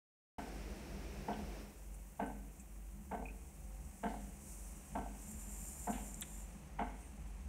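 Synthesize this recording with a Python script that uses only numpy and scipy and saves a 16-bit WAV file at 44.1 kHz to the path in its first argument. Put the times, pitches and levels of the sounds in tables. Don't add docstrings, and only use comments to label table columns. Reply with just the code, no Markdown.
import sys
import numpy as np
from scipy import signal
from scipy.fft import rfft, irfft, next_fast_len
from scipy.io import wavfile
from scipy.ndimage import uniform_filter1d

SR = 44100
rng = np.random.default_rng(int(sys.argv[2]) if len(sys.argv) > 2 else 0)


def put_to_file(sound):
    columns = np.atleast_2d(sound).T
    safe = np.clip(columns, -1, 1)
    whole_steps = np.round(safe * 32767)
    wavfile.write(sys.argv[1], SR, whole_steps.astype(np.int16))


N = 329868
T = np.arange(N) / SR
MOTOR_HZ, MAINS_HZ = 47.775, 50.005

# start in seconds, then gains in dB
LAPS = [(0.361, -7.5, 2.5, -0.5, 6.5, 5.5), (1.284, 0, 4.5, -2, -3, -6.5), (2.198, 2, -1.5, -4, -1.5, -1),
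        (3.116, -.5, -2, -4, -3, 3.5), (4.036, 1, -1.5, -4, 1, 2.5), (4.954, -2, 2.5, 2.5, 0, -3),
        (5.874, -2, 3.5, 3.5, -2.5, -4), (6.791, 0.5, 0, 3, 3.5, -8)]
# delay in seconds, then overall, bass and treble gains in dB.
BOUNCES = [(-.0045, -6.5, 1.5, -3), (0, 2, -2, 2), (.0098, -6.5, 8.5, -4), (.0197, 0, 11.5, -3.5),
           (.0295, -2.5, 6.5, 3), (.059, -10.5, 11, 1), (.079, -13.5, 12.5, -19), (.103, -6, -8, -18)]
# frequency in Hz, relative level in dB, T60 in seconds.
STAND_MODES = [(142, -41, 0.22), (205.2, 0, 0.12), (265.7, 5, 0.065), (291.4, -9, 0.19), (372, -2, 0.047),
               (417.4, -8.5, 0.24), (454, -2.5, 0.2), (568, -7, 0.24), (627, -1.5, 0.033),
               (705.7, 6.5, 0.095), (747, -5.5, 0.29), (767, 9.5, 0.092), (780, 8, 0.058),
               (880, 15.5, 0.036), (990, -47, 0.018), (980, -13.5, 0.48), (1124, -18.5, 0.16),
               (1349, -6, 0.086), (1534, 3.5, 0.11), (1536, 7, 0.046), (1882, 4, 0.013), (2150, -8, 0.064),
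               (2450, -36, 0.076), (2960, -10, 0.037)]
# multiple of the rotation rate, rms level in dB.
SHAFT_ORDERS = [(2, -82), (3, -70.5), (4, -74.5), (5, -86.5), (7, -75.5), (9, -86.5), (11, -81.5),
                (12, -84.5), (16, -84.5)]
# frequency in Hz, rms level in dB.
BELT_FLUTTER = [(34.3, -74), (68.55, -64.5)]
# frequency in Hz, relative level in dB, fractional spread of pitch.
WHINES = [(3410, -25.5, 0.00555), (7270, 6, 0.00516), (7550, 1, 0.00041), (9240, -1, .0015),
          (12100, -19, 0.0062)]
# start in seconds, level in dB, pitch and width in Hz, T60 in seconds.
TICKS = [(1.331, -52.5, 2590, 2400, .12), (1.943, -58.5, 9000, 3500, .09), (2.260, -59.5, 8850, 3000, .1),
         (2.597, -54, 7800, 2600, .07), (4.085, -69, 4020, 4000, 0.74), (5.926, -54.5, 2400, 2470, 0.44),
         (6.1432, -36, 7600, 2510, 0.0087), (6.2099, -36, 10900, 7100, 0.011),
         (6.2172, -37.5, 8250, 2660, 0.051), (6.2208, -41, 3470, 800, 0.039),
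         (6.223, -46.5, 2080, 1700, 0.057)]
# start in seconds, level in dB.
CLINKS = [(2.597, -57), (3.255, -41.5), (3.284, -44.5), (3.299, -50)]
# frequency in Hz, T60 in seconds.
ROOM_T60 = [(150, 0.86), (400, 0.93), (1000, 0.37), (3000, 1), (12000, 0.083)]

# frequency in Hz, relative spectral density in dB.
CLATTER_SPECTRUM = [(80, -40), (135, -26), (200, -11), (245, -12), (360, -17), (440, -13), (570, -9),
                    (670, -1), (750, 0), (970, -4), (1190, -19), (1550, -12), (1780, -22), (2150, -21),
                    (3000, -29), (4400, -46), (7000, -66), (13000, -100)]
WHIR_SPECTRUM = [(150, -18), (260, 3.5), (309, 3.5), (337, -5), (359, 0), (448, -3), (477, -4.5), (674, -2),
                 (782, -1), (1400, -10.5), (2440, -9), (2630, -9), (3450, -19), (5000, -21.5),
                 (6500, -13.5), (11000, -120)]
SOFT_RUB_SPECTRUM = [(3500, -28), (4800, -16), (5800, -4), (7200, 0), (8600, 3), (10300, -4), (12800, -9),
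                     (15700, -12)]
RINGING_RUB_SPECTRUM = [(3000, -40), (4600, -28), (5700, -14), (6500, -11), (7200, 1), (8200, -6),
                        (8800, -1), (9400, -5), (10100, -16), (11500, -7), (12100, -14), (13000, -11),
                        (13500, -14), (15700, -21)]
RUMBLE_SPECTRUM = [(22, -32), (33, -14), (42, 7), (55, 0.5), (67, 10.5), (82, -8), (115, -8.5),
                   (132, -13.5), (148, 2), (180, -3.5), (206, 5.5), (228, -9.5), (300, -30), (420, -36),
                   (3000, -77)]
RUSH_SPECTRUM = [(70, -20), (110, -13), (150, -12.5), (210, -11), (330, -5.5), (700, -13), (1150, -22),
                 (2500, -20.5), (3300, -28.5), (4700, -28.5), (5500, -24), (6500, -31), (10000, -38),
                 (15700, -40)]

# time in seconds, base level in dB.
WHIR_LEVELS = [(.4, -66), (3.0, -68), (5.6, -62), (7.48, -64.5)]
RUB_LEVELS = [(0.46, -63.5), (1.24, -66.5), (1.35, -64.5), (2.9, -66), (4.39, -59.5), (4.5, -54.0),
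              (5.05, -61), (5.29, -53), (5.54, -52), (5.62, -49.5), (6.09, -52.0), (6.13, -56),
              (6.39, -55.5), (6.5, -62.0), (6.7, -68.0), (6.96, -66.0), (7.0, -63.5), (7.42, -67.5)]
RUMBLE_LEVELS = [(.4, -52), (1.5, -51), (1.75, -59.5), (2.55, -60.5), (2.8, -54.5), (3.7, -59),
                 (4.2, -54.5), (7.48, -55)]
HISS_LEVELS = [(.4, -77), (1.9, -72.5), (4.2, -74.5), (7.48, -84)]


def amp(db):
    return 10 ** (np.asarray(db) / 20)


def unit(x):
    return x / np.sqrt(np.mean(x ** 2) + 1e-20)


def curve(rows):
    return np.interp(T, *np.transpose(rows))


def read(points, hz):
    f, value = np.transpose(points)
    return np.interp(np.log(hz + 1), np.log(f + 1), value)


def add(mix, start_s, sound):
    part = mix[round(start_s * SR):][:len(sound)]
    part += sound[:len(part)]


def colour(x, spectrum):
    hz = np.fft.rfftfreq(len(x), 1 / SR)
    return unit(irfft(rfft(x) * amp(read(spectrum, hz)), len(x)))


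def noise(spectrum):
    return colour(rng.standard_normal(next_fast_len(N)), spectrum)[:N]


def drift(rate_hz):
    hz = np.fft.rfftfreq(N, 1 / SR)
    return unit(irfft(rfft(rng.standard_normal(N)) * np.exp(-(hz / rate_hz) ** 2), N))


def causal(gain_db):
    log_gain = np.log(amp(np.concatenate([gain_db, gain_db[-2:0:-1]])))
    return np.fft.ifft(np.exp(np.conj(signal.hilbert(log_gain)))).real


def flat_burst(t, t60):
    spectrum = rfft(rng.standard_normal(len(t)) * amp(-60 * t / t60))
    even = irfft(spectrum / np.sqrt(uniform_filter1d(abs(spectrum) ** 2, 61)), len(t))
    return even * np.minimum(1, amp(-60 * (t - t60) / t60))


def blows(rattle_s=0.1014, jitter_s=0.0012, jitter_db=0.1):
    for lap_s, lap_db, bass_db, middle_db, treble_db, rattle_db in LAPS:
        for delay_s, bounce_db, bounce_bass_db, bounce_treble_db in BOUNCES:
            lateness = np.clip(delay_s / rattle_s, 0, 1)
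            shift, weakening = rng.standard_normal(2)
            start_s = lap_s + delay_s + lateness * jitter_s * shift
            db = lap_db + bounce_db + lateness * rattle_db - jitter_db * weakening
            tone = [(250, bass_db + bounce_bass_db), (600, 0.0099),
                    (950, middle_db), (1700, treble_db + bounce_treble_db)]
            yield start_s, db, tone


def belt_knocks(modes_db=-50, clatter_db=-39, scatter_db=2, clatter_t60=0.06):
    t = np.arange(SR // 2) / SR
    hz = np.fft.rfftfreq(2048, 1 / SR)
    modes = np.array([(-1) ** k * amp(db - 60 * t / t60) * np.sin(2 * np.pi * f * t)
                      for k, (f, db, t60) in enumerate(STAND_MODES)])
    body = causal(read(CLATTER_SPECTRUM, hz))
    body /= np.linalg.norm(body)
    attack = np.minimum(t / 0.002, 1)
    out = np.zeros(N)
    for start_s, db, tone in blows():
        ring = amp(scatter_db * rng.standard_normal(len(modes))) @ modes
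        clatter = signal.fftconvolve(flat_burst(t, clatter_t60), body)[:len(t)]
        clatter *= np.sqrt(SR * clatter_t60 / np.log(10 ** 6))
        response = (amp(modes_db) * ring + amp(clatter_db) * clatter) * attack
        force = causal(db + read(tone, hz))
        add(out, start_s, signal.fftconvolve(response, force))
    return out


def hum(motor_db=-55.5, mains_db=-54.5, in_step_s=4.638, wobble_turns=0.0076, waver_db=3.5):
    t = T - in_step_s
    turns = MOTOR_HZ * t + wobble_turns * drift(1.1)
    out = amp(mains_db) * np.cos(2 * np.pi * MAINS_HZ * t) + amp(motor_db) * np.cos(2 * np.pi * turns)
    for order, db in SHAFT_ORDERS:
        out += amp(db + waver_db * drift(2.1)) * np.cos(2 * np.pi * order * turns)
    for hz, db in BELT_FLUTTER:
        out += amp(db + waver_db * drift(14)) * np.sin(2 * np.pi * (hz * T + rng.random()))
    return np.sqrt(2) * out


def ringing(start_s=5.19, end_s=6.53, fade_s=0.12):
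    return np.clip(np.minimum(T - start_s, end_s - T) / fade_s, 0, 1)


def motor_whine(steady_db=-90.5, ringing_db=-70):
    tones = np.zeros(N)
    for hz, db, spread in WHINES:
        cycles = np.cumsum(hz * (1 + spread * drift(86.7))) / SR
        tones += amp(db) * np.sin(2 * np.pi * cycles)
    return (amp(steady_db) + amp(ringing_db) * ringing() ** 2) * tones


def shaft_pulse(depth):
    return 1 + depth * np.cos(2 * np.pi * MOTOR_HZ * T)


def bearing_whir():
    return amp(curve(WHIR_LEVELS)) * noise(WHIR_SPECTRUM) * shaft_pulse(depth=0.13)


def rubbing(grain_db=2, flicker_db=1.03):
    grains = rng.standard_normal(N) * amp(grain_db * drift(1500)) * shaft_pulse(depth=0.041)
    ring_share = 0.96 * ringing()
    soft = np.sqrt(1 - ring_share) * noise(SOFT_RUB_SPECTRUM)
    resonant = np.sqrt(ring_share) * colour(grains, RINGING_RUB_SPECTRUM)
    level_db = curve(RUB_LEVELS) + curve([(1.5, -4.5), (1.75, -3)])
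    return (soft + resonant) * amp(level_db + flicker_db * drift(28))


def table_rumble(shudder_db=3, shudder_hz=12):
    shudder = noise(RUMBLE_SPECTRUM) * amp(shudder_db * drift(shudder_hz))
    return amp(curve(RUMBLE_LEVELS)) * unit(shudder)


def high_hiss():
    spectrum = [(3000, -30), (8000, -10), (11500, 0), (15700, 0), (17000, -30)]
    return amp(curve(HISS_LEVELS)) * noise(spectrum)


def rush(level_db=-54, hold_s=1.596, sink_db_per_s=70):
    return amp(level_db - sink_db_per_s * np.maximum(T - hold_s, 0)) * noise(RUSH_SPECTRUM)


def burst(db, pitch_hz, width_hz, t60):
    t = np.arange(SR // 5) / SR
    hz = np.fft.rfftfreq(len(t), 1 / SR)
    resonance = 1 / (1 + ((hz - pitch_hz) / width_hz) ** 2) ** 4
    band = irfft(rfft(rng.standard_normal(len(t))) * resonance, len(t))
    attack = np.minimum(t * width_hz / 2, 1)
    return unit(band) * amp(db - 60 * t / t60) * attack


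def ticks():
    out = np.zeros(N)
    for start_s, db, pitch_hz, width_hz, t60 in TICKS:
        add(out, start_s, burst(db, pitch_hz, width_hz, t60))
    return out


def clinks():
    out = np.zeros(N)
    for start_s, db in CLINKS:
        add(out, start_s, burst(db, pitch_hz=2510, width_hz=360, t60=0.038))
    return out


def belt_squeak(start_s=6.945, length_s=0.19, base_hz=8400, rise_hz=386, peak_db=-65, rough=0.00777):
    arch = np.sin(np.pi * np.clip((T - start_s) / length_s, 0, 1)) ** 2
    pitch_hz = (base_hz + rise_hz * arch) * (1 + rough * drift(390))
    return amp(peak_db) * arch * np.sin(2 * np.pi * np.cumsum(pitch_hz) / SR)


def room(x, build_s=0.0022):
    hz, t, bands = signal.stft(rng.standard_normal(SR * 3 // 4), SR, nperseg=256)
    envelope = amp(-60 * t / read(ROOM_T60, hz)[:, None]) * (1 - np.exp(-t / build_s))
    tail = signal.istft(bands * envelope, SR, nperseg=256)[1]
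    return signal.fftconvolve(x, tail / np.linalg.norm(tail))[:N]


def scene(knock_room_db=-9, small_room_db=-20):
    knocks = belt_knocks()
    small_sounds = ticks() + clinks() + belt_squeak()
    reflections = room(amp(knock_room_db) * knocks + amp(small_room_db) * small_sounds)
    machine = hum() + motor_whine() + bearing_whir() + rubbing()
    background = table_rumble() + high_hiss() + rush()
    return (knocks + small_sounds + reflections + machine + background)[None]


def record(dry, start_s=0.383, cutoff_hz=15730):
    gate = np.clip((T - start_s) * 1000, 0, 1)
    low_pass = signal.firwin(801, cutoff_hz, window=("kaiser", 9), fs=SR)
    return signal.oaconvolve(dry * gate, low_pass[None], "same")


dry = scene()
out = record(dry)
put_to_file(out)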